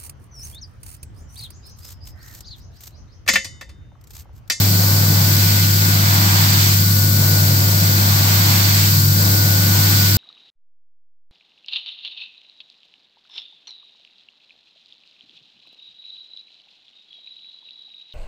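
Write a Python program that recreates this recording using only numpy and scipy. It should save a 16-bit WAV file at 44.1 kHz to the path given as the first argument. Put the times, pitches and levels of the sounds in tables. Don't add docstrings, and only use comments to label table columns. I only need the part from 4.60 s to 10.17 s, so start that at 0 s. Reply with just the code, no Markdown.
import sys
import numpy as np
from scipy.fft import rfft, irfft
from scipy.io import wavfile
from scipy.ndimage import uniform_filter1d

SR = 44100
rng = np.random.default_rng(int(sys.argv[2]) if len(sys.argv) > 2 else 0)


def dump_mix(stems):
    frames = np.atleast_2d(stems).T
    limited = np.clip(frames, -1, 1)
    pcm = np.round(limited * 32767).astype(np.int16)
    wavfile.write(sys.argv[1], SR, pcm)


N = 245637
T = np.arange(N) / SR
HZ = np.maximum(np.arange(N // 2 + 1) * SR / N, 1)

# pitch_hz, level_db_per_hz
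JET_COLOUR = [(200, -75), (450, -69), (1000, -68), (2000, -69.5), (2800, -68.5), (3800, -65.5),
              (4600, -64.5), (6000, -64.5), (7700, -62.5), (11600, -56.5), (15500, -54)]
# pitch_hz, level_db_per_hz
RUMBLE_COLOUR = [(15, -67), (42, -60.5), (58, -61), (90, -51), (125, -52), (215, -61), (310, -54),
                 (360, -60), (420, -73), (700, -102)]
# pitch_hz, width_hz, peak_db_per_hz
CASING_RINGS = [(176.4, 11, -45.5), (203.4, 8.5, -47.5), (236.6, 13, -52), (320.4, 3.6, -53.5),
                (357, 6.9, -60.5), (531.7, 6.2, -58.5)]
# pitch_hz, width_hz, relative_db
DRONE_RINGS = [(140.5, 5.5, -1.5), (156, 4.5, 0), (173.5, 4, -3.5)]
# centre_s, length_s, rise_db
DRONE_SWELLS = [(0.55, 0.29, 4.5), (1.85, 0.45, 2), (2.8, 0.55, 3), (4.43, 0.23, 6)]
# multiple_of_hum_pitch, level_db
HUM_TONES = [(1, -13), (2, -32)]
# time_s, pitch_hz
SHAFT_SPEED = [(0, 1488), (.55, 1489), (.9, 1479), (1.3, 1477), (2.4, 1481), (3.2, 1478.5), (5, 1480)]
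# time_s, left_db, right_db
WHINE_LEVEL = [(0, -50, -40), (1.3, -32, -37), (1.95, -36.5, -34.5), (2.45, -36, -45), (2.8, -34, -36.5),
               (4.1, -36, -39), (4.8, -34.5, -35.5), (5.5, -38, -35.5)]
# time_s, lead_radians
WHINE_LEAD = [(.95, 4.4), (1.25, 3.45), (1.85, 3.25), (2.7, 4.6), (2.95, 3.4), (3.25, 3.3), (3.55, 3.85),
              (4.45, 3.7), (5, 4.4)]
# start_s, length_s, palm_db, rasp_db, rasp_build_db
HAND_STROKES = [(-0.5, 0.54, -25.5, -27, 5), (0.1, 0.94, -33.5, -25, 14.5), (1.105, 0.98, -40, -22, 6),
                (2.51, 1.72, -34, -22.5, 15.5), (4.5, 0.99, -33.5, -25, 14)]
# centre_s, length_s, level_db
FLAT_HAND = [(0.5, 0.65, -36.5), (1.69, 0.55, -29.5), (3.783, 0.57, -30), (5.24, 0.25, -35)]
# pitch_hz, relative_db
ROAR_COLOUR = [(350, -39), (600, -7), (780, -3), (1020, -2.5), (1400, -7), (2200, -8), (5000, -31)]
# pitch_hz, relative_db
RASP_COLOUR = [(700, -27), (1400, -11.5), (2100, -2), (3300, 1), (4600, -4.5), (8000, -2), (13000, -10.5)]
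# pitch_hz, likeness_0_to_1
MIC_LIKENESS = [(25, 1), (90, 0.97), (170, .998), (340, 1), (500, 0.69), (1400, 0.58), (2500, 0.05),
                (6000, 0.01)]
# pitch_hz, left_db, right_db
MIC_COLOUR = [(95, -2.5, -3), (1000, 3.5, 2), (1980, 4.5, 5), (2690, -1.5, 1), (3550, 0, 4), (4720, -1, 13),
              (4840, 7.5, 3.5), (5130, 0, 9.5), (6980, 3, -2), (7580, 5, -2.5), (8310, 1.5, -25),
              (8760, -5.5, -13), (9650, -14, -20), (10780, -8.5, -21), (11430, -5.5, -10.5),
              (12830, 1.5, -10), (14000, 2, -15), (15500, -2, -6.5)]

HUM_HZ, DRONE_DB = 99.93, -23.5
ENTER_S, LEAVE_S = 0.12, 0.2
FINGERS_AT = 0.8
PALM_FADE_DB = 8
TILTED_ROAR_DB = -39.5


def undb(db):
    return 10 ** (np.asarray(db) / 20)


def over_time(table):
    times, *columns = np.transpose(table)
    return [np.interp(T, times, column) for column in columns]


def over_pitch(table):
    hz, *columns = np.transpose(table)
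    return np.array([np.interp(np.log(HZ), np.log(hz), column) for column in columns])


def wobble(rate_hz):
    hold = int(SR / rate_hz)
    steps = np.repeat(rng.standard_normal(N // hold + 1), hold)
    smooth = uniform_filter1d(uniform_filter1d(steps, hold), hold)[:N]
    return smooth / np.std(smooth)


def bump(centre_s, length_s):
    return np.cos(np.pi / 2 * np.clip((T - centre_s) / length_s, -1, 1)) ** 2


def resonance(hz, width_hz):
    return 1 / (1 + ((HZ ** 2 - hz ** 2) / (HZ * width_hz * np.pi / 2)) ** 2)


def normalise(colour):
    return colour / np.sqrt(np.mean(colour ** 2) * SR / 2)


def air_noise(colour, right_lag_s=0.00028):
    shared, left, right = rfft(rng.standard_normal((3, N)))
    alike = np.clip(over_pitch(MIC_LIKENESS), 0, 1)
    lag = np.exp(-2j * np.pi * HZ * np.array([[0], [right_lag_s]]))
    pair = np.sqrt(alike) * shared * lag + np.sqrt(1 - alike) * np.array([left, right])
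    return irfft(pair * colour, N) * np.sqrt(SR / 2)


def jet_hiss():
    flutter_db = 0.45 * wobble(rate_hz=9)
    return air_noise(undb(over_pitch(JET_COLOUR))) * undb(flutter_db)


def casing_rumble():
    power = undb(over_pitch(RUMBLE_COLOUR)) ** 2
    for hz, width_hz, db in CASING_RINGS:
        power = power + (undb(db) * resonance(hz, width_hz)) ** 2
    return air_noise(np.sqrt(power))


def low_drone(steady_s):
    colour = sum(undb(db) * resonance(hz, width_hz) for hz, width_hz, db in DRONE_RINGS)
    ring = irfft(rfft(rng.standard_normal(N)) * colour, N)
    loudness = np.sqrt(uniform_filter1d(ring ** 2, int(steady_s * SR)))
    steady_ring = ring / loudness
    swell_db = sum(rise_db * bump(centre_s, length_s) for centre_s, length_s, rise_db in DRONE_SWELLS)
    return steady_ring * undb(DRONE_DB + swell_db)


def mains_hum(left_lag_s=0.00015):
    phase = 2 * np.pi * HUM_HZ * (T - np.array([[left_lag_s], [0]]))
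    return sum(np.sqrt(2) * undb(db) * np.sin(round(multiple) * phase + rng.uniform(0, 2 * np.pi))
               for multiple, db in HUM_TONES)


def motor_whine(boost_db, octave_db):
    lead = over_time(WHINE_LEAD)[0]
    hz = over_time(SHAFT_SPEED)[0] + 1.8 * wobble(rate_hz=30)
    flicker_db = 0.6 * wobble(rate_hz=25)
    phase = 2 * np.pi * np.cumsum(hz) / SR + np.array([lead, -lead]) / 2
    level = undb(boost_db + np.array(over_time(WHINE_LEVEL)) + flicker_db)
    return np.sqrt(2) * level * (np.sin(phase) + undb(octave_db) * np.sin(2 * phase))


def hand_gains():
    palm = contact = rasp = 0
    for start_s, length_s, palm_db, rasp_db, build_db in HAND_STROKES:
        progress = np.clip((T - start_s) / length_s, 0, 1)
        fade_in = np.clip((T - start_s) / ENTER_S, 0, 1)
        fade_out = np.clip(1 - (T - start_s - length_s) / LEAVE_S, 0, 1)
        in_jets = fade_in * fade_out
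        on_fingers = np.minimum(progress / FINGERS_AT, 1)
        palm = palm + in_jets * undb(palm_db - PALM_FADE_DB * progress ** 2)
        rasp = rasp + in_jets * undb(rasp_db - build_db * (1 - on_fingers))
        contact = np.maximum(contact, in_jets)
    flat_power = sum(undb(db) ** 2 * bump(centre_s, length_s) for centre_s, length_s, db in FLAT_HAND)
    roar = contact * np.sqrt(undb(TILTED_ROAR_DB) ** 2 + flat_power)
    return palm, roar, rasp


def air_on_hand():
    palm_gain, roar_gain, rasp_gain = hand_gains()
    hollow = resonance(hz=570, width_hz=300) + undb(4.0) * resonance(hz=278, width_hz=61)
    spray = resonance(hz=5800, width_hz=4200)
    palm = air_noise(normalise(hollow) + undb(-4.5) * normalise(spray)) * palm_gain
    roar = air_noise(normalise(undb(over_pitch(ROAR_COLOUR)))) * roar_gain
    rasp = air_noise(normalise(undb(over_pitch(RASP_COLOUR)))) * rasp_gain
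    flutter_db = 0.5 * wobble(rate_hz=35)
    return (palm + roar + rasp) * undb(flutter_db)


def tile_echoes(sound, echo_db, decay_s):
    echoes = rng.standard_normal((2, N)) * np.exp(-T / decay_s)
    echoes *= undb(echo_db) / np.sqrt(np.sum(echoes ** 2, axis=1, keepdims=True))
    with_echoes = irfft(rfft(sound) * (1 + rfft(echoes)), N)
    return with_echoes / np.sqrt(1 + undb(echo_db) ** 2)


def scene():
    air = tile_echoes(jet_hiss() + air_on_hand(), echo_db=-11.0, decay_s=0.013)
    low_sounds = casing_rumble() + low_drone(steady_s=0.13) + mains_hum()
    return air + low_sounds + motor_whine(boost_db=1.0, octave_db=-15)


def record(dry):
    top_hz, fade_hz = 15880, 150
    treble_cut = np.clip((top_hz - HZ) / fade_hz, 0, 1)
    return irfft(rfft(dry) * undb(over_pitch(MIC_COLOUR)) * treble_cut, N)


dry = scene()
out = record(dry)
dump_mix(out)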